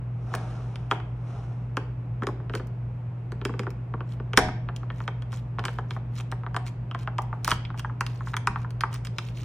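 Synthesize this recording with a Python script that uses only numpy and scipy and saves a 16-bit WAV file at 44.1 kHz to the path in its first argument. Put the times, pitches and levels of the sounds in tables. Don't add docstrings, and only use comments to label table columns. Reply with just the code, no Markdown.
import sys
import numpy as np
from scipy import signal
from scipy.fft import rfft, irfft, next_fast_len
from scipy.io import wavfile
from scipy.ndimage import uniform_filter1d, map_coordinates

SR = 44100
rng = np.random.default_rng(int(sys.argv[2]) if len(sys.argv) > 2 else 0)


def generate_wav(signal):
    frames = np.transpose(np.atleast_2d(signal))
    scaled = np.clip(frames, -1, 1) * 32767
    pcm = np.round(scaled).astype(np.int16)
    wavfile.write(sys.argv[1], SR, pcm)


N = 416304
SIZE = 4096

# middle_s, half_length_s, relative_level_db
PEELS = [(2.563, .03, -59.5), (4.114, .035, -63.5), (4.995, .06, -64), (5.358, .04, -56.5),
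         (5.71, .08, -63), (5.934, .04, -63), (6.178, .034, -52.5), (6.676, .02, -53), (7.012, .026, -59),
         (7.502, .039, -41), (7.79, .017, -53), (8.14, .07, -64), (8.285, .04, -57), (8.6, .034, -65),
         (8.948, .025, -52), (9.06, .011, -50), (9.245, .076, -61), (9.405, .046, -56)]


def amp(db):
    return 10 ** (np.asarray(db) / 20)


def unit(x):
    return x / np.sqrt(np.mean(x ** 2) + 1e-20)


def along(points, hz):
    f, v = np.transpose(points)
    return np.interp(np.log(hz + 1), np.log(f + 1), v)


def wobble(rate):
    knots = rng.standard_normal(int(N * rate / SR) + 4)
    return map_coordinates(knots, [np.arange(N) * rate / SR])


def filtered(x, response):
    m = next_fast_len(N + SR // 2)
    return irfft(rfft(x, m) * response(np.fft.rfftfreq(m, 1 / SR)), m)[..., :N]


def coloured(x, points):
    return unit(filtered(x, lambda hz: amp(along(points, hz))))


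def causal(gain):
    cepstrum = irfft(np.log(np.maximum(gain, 1e-6)))
    cepstrum[1:SIZE // 2] *= 2
    cepstrum[SIZE // 2 + 1:] = 0
    return np.exp(rfft(cepstrum))


def resonance(hz, centre_hz, width_hz):
    return 1j * hz * width_hz / (centre_hz ** 2 - hz * hz + 1j * hz * width_hz)


def add(track, s, sound):
    part = track[round(s * SR):][:len(sound)]
    part += sound[:len(part)]


def burst(response, echo_db, t60):
    t = np.arange(SIZE) / SR
    echoes = rng.standard_normal(SIZE) * amp(-60 * t / t60) * (1 - np.exp(-t / .0015))
    echoes = echoes / np.linalg.norm(echoes)
    wave = irfft(response * (1 + amp(echo_db) * rfft(echoes)))
    return wave / np.linalg.norm(wave) * np.sqrt(SR / 100)


def clicks():
    # start_s, panel_pop_db, crease_snap_db, edge_tick_db
    finger_clicks = [(.3385, -28, -48, -50), (.3504, -38, -45, -38), (.7572, -48, -45, -54),
                     (.9118, -21.5, -28.5, -45), (.9191, -27, -47, -68), (1.0003, -45, -53, -71),
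                     (1.7693, -27, -36, -44), (2.221, -32, -52, -66), (2.2337, -38, -48, -57),
                     (2.2688, -31, -40, -44), (2.2864, -35, -63, -60), (2.4, -48, -70, -85),
                     (2.496, -41, -49, -68), (2.537, -35, -43, -74), (2.5512, -35, -41, -42),
                     (2.5968, -41, -58, -79), (2.671, -66, -71, -58), (3.3195, -43, -54, -55),
                     (3.4141, -43, -48, -71), (3.4512, -31.5, -34, -38), (3.4932, -38, -64, -78),
                     (3.5382, -41, -55, -80), (3.5932, -34, -38, -45), (3.633, -44, -58, -63),
                     (3.6668, -34, -55, -80), (3.7043, -53, -55, -54), (3.9382, -34, -57, -95),
                     (4.0055, -38, -50, -76), (4.1993, -43, -58, -89), (4.3331, -33, -36, -51),
                     (4.3739, -13.5, -18.5, -17.5), (4.3881, -23.5, -36, -32), (4.4849, -34, -52, -59),
                     (4.6872, -35, -48, -89), (4.7625, -62, -45, -47), (4.8309, -42, -64, -95),
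                     (4.9018, -38, -45, -83), (5.003, -38, -52, -80), (5.0777, -30, -37, -52),
                     (5.2217, -50, -51, -60), (5.3278, -42, -54, -54), (5.5845, -30, -50, -78),
                     (5.5928, -36, -41, -53), (5.6391, -36, -45, -60), (5.6524, -33, -34, -37),
                     (5.6818, -33, -41, -59), (5.7855, -30, -50, -65), (5.9074, -38, -40, -51),
                     (5.9635, -37, -68, -91), (6.2, -44, -46, -65), (6.316, -48, -47.5, -48),
                     (6.3224, -33, -52, -75), (6.434, -41, -62, -82), (6.4636, -35, -54, -84),
                     (6.5443, -33, -51, -55), (6.564, -26, -38, -43), (6.9119, -40, -42, -65),
                     (6.947, -30.5, -45, -61), (7.074, -30, -44, -69), (7.1828, -38, -38.5, -47.5),
                     (7.1857, -24.5, -60, -68), (7.2201, -61, -65, -50), (7.3275, -32, -61, -80),
                     (7.446, -39, -37.5, -31), (7.477, -22, -43, -31), (7.5068, -33, -35, -33),
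                     (7.515, -20, -26, -34), (7.6508, -54, -41, -65), (7.7019, -38, -57, -90),
                     (7.7422, -41, -74, -89), (7.7943, -40, -41, -43), (7.846, -30, -58, -78),
                     (7.8962, -40, -69, -84), (8.0079, -23.5, -36, -37.5), (8.0646, -42, -39, -43),
                     (8.2063, -38, -62, -71), (8.271, -37, -66, -80), (8.3345, -36, -54, -64),
                     (8.3397, -28.5, -41, -63), (8.3664, -30, -34, -38), (8.4716, -19, -31, -36),
                     (8.558, -28.5, -49, -82), (8.6457, -37, -64, -80), (8.706, -53, -55, -54),
                     (8.8078, -33, -35, -39), (8.835, -19.5, -46, -58), (8.9416, -44, -60, -42),
                     (9.0492, -58, -52, -48), (9.1839, -33, -32, -38), (9.2864, -58, -49, -60)]
    # time_s, knock_over_pop_db
    grip = [(0, -6), (.9, -9), (1.8, -2), (2.4, 4), (3.55, 5), (3.8, -4), (4.2, 6), (4.37, -3.5), (4.7, -9),
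            (5.8, -8), (7.5, -17), (9.44, -23)]
    # centre_hz, width_hz, level_db
    tub_modes = [(215, 86, -5), (340, 150, -1.5), (408, 73, 3.5), (495, 110, -5.5)]
    # frequency_hz, level_db
    snap_colour = [(1100, -23), (1850, -15), (2250, 1), (3150, -2), (3700, -6), (4300, -13), (5000, -16.5),
                   (7000, -61.5)]
    # frequency_hz, level_db
    tick_colour = [(2500, -30.5), (4000, -5.5), (5000, 4), (6200, 0.5), (7000, -2.5), (8200, -3),
                   (10500, -4.5), (12400, -9), (15000, -8.5), (16400, -13)]
    base_pop_hz = 1370
    sharp_oct_per_db, taut_oct_per_db = .012, .007
    rebound_s, rebound_level_db, rebound_ratio = .006, -7.5, .74
    fold_start_s, fold_end_s = 7.5, 8.0
    flat_edge_hz, folded_edge_hz = 620, 830
    folded_rise_oct, folded_rebound_db = .16, -7

    foil, knocks = np.zeros(N), np.zeros(N)
    hz = np.fft.rfftfreq(SIZE, 1 / SR)

    def late(s):
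        return np.exp(-2j * np.pi * hz * s)

    bending = np.exp(-4j * np.pi * .0013 * np.sqrt(1000 * hz))

    def flip(pitch_hz, panel, crease):
        peak = 1 / (1 + (np.log((hz + 1) / pitch_hz) / 0.36) ** 2)
        return causal(panel * amp(crease / 2) * peak) * bending

    tub = sum((-1) ** k * amp(db) * resonance(hz, centre_hz, width_hz)
              for k, (centre_hz, width_hz, db) in enumerate(tub_modes))
    tub = tub * causal(1 / (1 + (hz / 750) ** 4)) * late(.002)
    ping = 1 + amp(-1.5) * resonance(hz, 3180, 130)

    for s, pop_db, snap_db, tick_db in finger_clicks + strays():
        grip_db = np.interp(s, *np.transpose(grip))
        folded = np.interp(s, [fold_start_s, fold_end_s], [0, 1])
        sharp_db = min(snap_db - pop_db, 0)
        rise_oct = sharp_oct_per_db * sharp_db + taut_oct_per_db * grip_db + folded_rise_oct * folded
        pop_hz = base_pop_hz * 2 ** rise_oct
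        edge_hz = flat_edge_hz + folded * (folded_edge_hz - flat_edge_hz)
        panel = 1 / np.sqrt((1 + (edge_hz / (hz + 1)) ** 16) * (1 + (hz / 1930) ** 14))
        rebound_db = pop_db + rebound_level_db + folded_rebound_db * folded
        crease = 3.34 * map_coordinates(rng.standard_normal(64), [hz / 550], mode="mirror")
        small_db = np.clip(tick_db - snap_db + 1.5 - 0.36 * max(tick_db + 34, 0), -10, 9)
        small = small_db * np.clip((hz - 7000) / 7500, 0, 1)
        snap = causal(amp(along(snap_colour, hz) + crease)) * ping * bending
        tick = causal(amp(along(tick_colour, hz) + crease + small)) * late(0.00034)
        pop = flip(pop_hz, panel, crease)
        rebound = flip(pop_hz * rebound_ratio, panel, crease)
        settle_s = s + rebound_s * rng.uniform(.6, 1.4)
        add(foil, s, amp(pop_db) * burst(pop, echo_db=-4, t60=0.043))
        add(foil, settle_s, amp(rebound_db) * burst(rebound, echo_db=-4, t60=.035))
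        add(foil, s, amp(snap_db) * burst(snap, echo_db=-4.5, t60=.027))
        add(foil, s, amp(tick_db) * burst(tick, echo_db=-3.0, t60=0.025))
        add(knocks, s, amp(pop_db + grip_db) * burst(tub, echo_db=-0.5, t60=.055))
    return foil, knocks


def strays():
    over_db = np.array([-2, -1, -3])
    scatter_db = 2.5
    return [(s + half * rng.uniform(-1, 1), *(db + over_db + rng.normal(0, scatter_db)))
            for s, half, db in PEELS for _ in range(3)]


def peeling():
    # frequency_hz, level_db
    crinkle = [(800, -22), (1800, 3.5), (3200, 5), (4200, 2.5), (6200, 0), (9000, -7), (12400, -7.5),
               (15000, -4), (16400, -14)]
    t = np.arange(N) / SR
    effort = sum(amp(db) * np.exp(-((t - s) / half) ** 2) for s, half, db in PEELS)
    starts = rng.random(N) < 1100 / SR
    sizes = starts * amp(np.minimum(4.5 * rng.exponential(size=N), 16))
    ticks = signal.lfilter([1], [1, -np.exp(-1 / (.0007 * SR))], sizes)
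    flutter = (unit(ticks) + .45) * rng.standard_normal(N)
    z = signal.stft(flutter, nperseg=128)[2]
    wrinkles = uniform_filter1d(rng.standard_normal(z.shape), size=7, axis=0)
    wrinkles = unit(uniform_filter1d(wrinkles, size=3, axis=1))
    rustle = signal.istft(z * amp(4.6 * wrinkles), nperseg=128)[1][:N]
    return amp(3.5) * effort * coloured(rustle, crinkle)


def blows():
    # strike_s, relative_level_db
    strikes = [(.341, -38), (.914, -37), (1.77, -51.5), (4.375, -23.5)]
    # frequency_hz, level_db, t60_s
    ring_modes = [(431, -6, 0.15), (634, 2, 0.34), (733, 2, 0.26), (819, 0.5, 0.22), (946, -4, 0.18),
                  (1040, -5, .14), (1360, -5.5, .1), (1647, -4.5, 0.29), (2163, -4, .14), (2450, -7, .14),
                  (3020, -10.5, .14), (4620, -6.5, .06), (6010, -13.5, .08), (6340, -13, .08),
                  (8190, -19, .06)]
    out, t = np.zeros(N), np.arange(SR // 2) / SR
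    onset = 1 - np.exp(-t / .001)
    for s, db in strikes:
        ring = np.zeros(len(t))
        for hz, level, t60 in ring_modes:
            drift = 0.0038 * np.cumsum(rng.standard_normal(len(t)))
            ring += amp(level - 60 * t / t60) * np.sin(2 * np.pi * (hz * t + drift))
        band = signal.butter(1, [500, 2200], "bandpass", fs=SR)
        rub = signal.lfilter(*band, rng.standard_normal(len(t)))
        add(out, s, amp(db - 4) * (ring + rub * amp(5 - 60 * t / 0.14)) * onset)
        add(out, s - .012, amp(db - 2.5) * rub * np.exp(-((t - .009) / 0.0066) ** 2))
    return out


def thumps():
    # press_s, level_db
    presses = [(4.374, -24.5), (4.429, -24), (7.52, -29.5), (7.555, -33), (8.498, -28)]
    table_modes = [(48, -7, 0.1), (79.6, -3, 0.22), (175, 0, 0.078)]  # frequency_hz, level_db, t60_s
    out, t = np.zeros(N), np.arange(SR // 3) / SR
    note = sum(amp(level - 60 * t / t60) * np.sin(2 * np.pi * hz * t) for hz, level, t60 in table_modes)
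    for s, db in presses:
        add(out, s, amp(db) * note * (1 - np.exp(-t / 0.001)))
    return out


def sliding():
    # fastest_s, slowing_s, level_db
    turns = [(.33, .58, -45), (1.3, .34, -50)]
    # frequency_hz, level_db_per_hz
    scrape = [(150, -16), (300, -1.5), (440, -0.5), (560, -5.5), (740, 0), (950, -7), (1360, -4),
              (1700, -17), (2900, -20), (4500, -25.5), (6000, -24.5), (7200, -31.5), (9800, -31.5),
              (13000, -56)]
    rise_db_per_s, fall_db, fall_power = 135, 15, 1.7
    t = np.arange(N) / SR
    speed = np.zeros(N)
    for s, slowing, db in turns:
        push_db = rise_db_per_s * np.maximum(s - t, 0)
        fade_db = fall_db * (np.maximum(t - s, 0) / slowing) ** fall_power
        speed += amp(db - push_db - fade_db)
    roughness = amp(0.98 * wobble(36) + 1.2 * wobble(440))
    return speed * roughness * coloured(rng.standard_normal(N), scrape)


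def ports(x):
    # frequency_hz, left_lead_radians
    lead = [(1800, 0), (3500, 1), (4300, 1.3), (4700, 3), (5300, 6), (6000, 7), (9000, 8.1), (14000, 9.1)]
    # frequency_hz, left_minus_right_db
    lean = [(120, 0), (300, 2), (700, .7), (1300, 0), (2400, -1), (3200, -3), (4500, -3), (5500, .5),
            (7000, -1), (10000, 0)]
    sign = np.array([[1], [-1]]) / 2
    return filtered(x, lambda hz: amp(sign * along(lean, hz)) * np.exp(1j * sign * along(lead, hz)))


def room(x):
    # frequency_hz, t60_s
    decay = [(150, 1), (500, 0.35), (1500, 0.49), (4000, 0.44), (8000, 0.28), (15000, 0.072)]
    # frequency_hz, level_db
    walls = [(150, -0.5), (330, -2.5), (500, -4), (750, 5.5), (1300, -6), (2100, 1.5), (3300, -1),
             (6000, -0.5), (10000, 1.5), (15000, -14.5)]
    step, wet = SR // 3, np.zeros((2, N))
    for start in range(0, N, step):
        hz, t, z = signal.stft(rng.standard_normal((2, step)), SR, nperseg=256)
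        z = z * amp(-60 * t / along(decay, hz)[:, None]) * (1 - np.exp(-t / 0.0022))
        tail = signal.istft(z, SR, nperseg=256)[1]
        tail = tail / np.linalg.norm(tail[0])
        answer = signal.fftconvolve(x[None, start:start + step], tail, axes=1)
        for track, sound in zip(wet, answer):
            add(track, start / SR, sound)

    def spread(hz):
        turn = np.pi / 4 * np.minimum(hz / 2000, 1)
        return amp(along(walls, hz)) * [np.cos(turn), np.sin(turn)]

    mid, side = filtered(wet, spread)
    return np.array([mid + side, mid - side])


def background():
    # frequency_hz, level_db_per_hz
    air_colour = [(20, -42.5), (32, -24), (50, -19), (80, -20), (110, -6.5), (200, -20), (300, -26.5),
                  (450, -32), (950, -36.5), (1900, -49), (2600, -49), (4000, -74), (7000, -77),
                  (12000, -89), (15000, -100)]
    # frequency_hz, level_db_per_hz
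    hiss_colour = [(100, -18.5), (400, 21), (1000, 13), (2600, -1), (4200, -12), (7000, -20.5),
                   (12000, -24), (14000, -45.5)]
    # frequency_hz, rms_level_db, wander_hz
    hum_tones = [(119.9, -33, 0.4), (55.1, -48, 2), (59.4, -48, 1), (165.1, -51, 3), (219.6, -60, 3),
                 (272.8, -66, 3)]
    t = np.arange(N) / SR
    air = amp(-41.5) * coloured(rng.standard_normal(N), air_colour)
    hiss = amp(-54) * coloured(rng.standard_normal((2, N)), hiss_colour)
    hum = np.zeros(N)
    for hz, db, wander in hum_tones:
        cycles = hz * t + wander * np.cumsum(wobble(9)) / SR
        hum += amp(db) * np.sqrt(2) * np.sin(2 * np.pi * cycles)
    return air + hiss + hum


def scene():
    foil, knocks = clicks()
    foil = foil + peeling()
    tub = knocks + blows() + thumps() + sliding()
    return ports(foil + tub) + room(amp(-14) * foil + amp(-8) * tub) + background()


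def record(dry):
    top_hz = 16400
    bright = filtered(dry, lambda hz: amp(8 * np.exp(-((hz - 15200) / 800) ** 2)))
    return filtered(np.clip(bright, -1, 1), lambda hz: hz < top_hz)


dry = scene()
out = record(dry)
generate_wav(out)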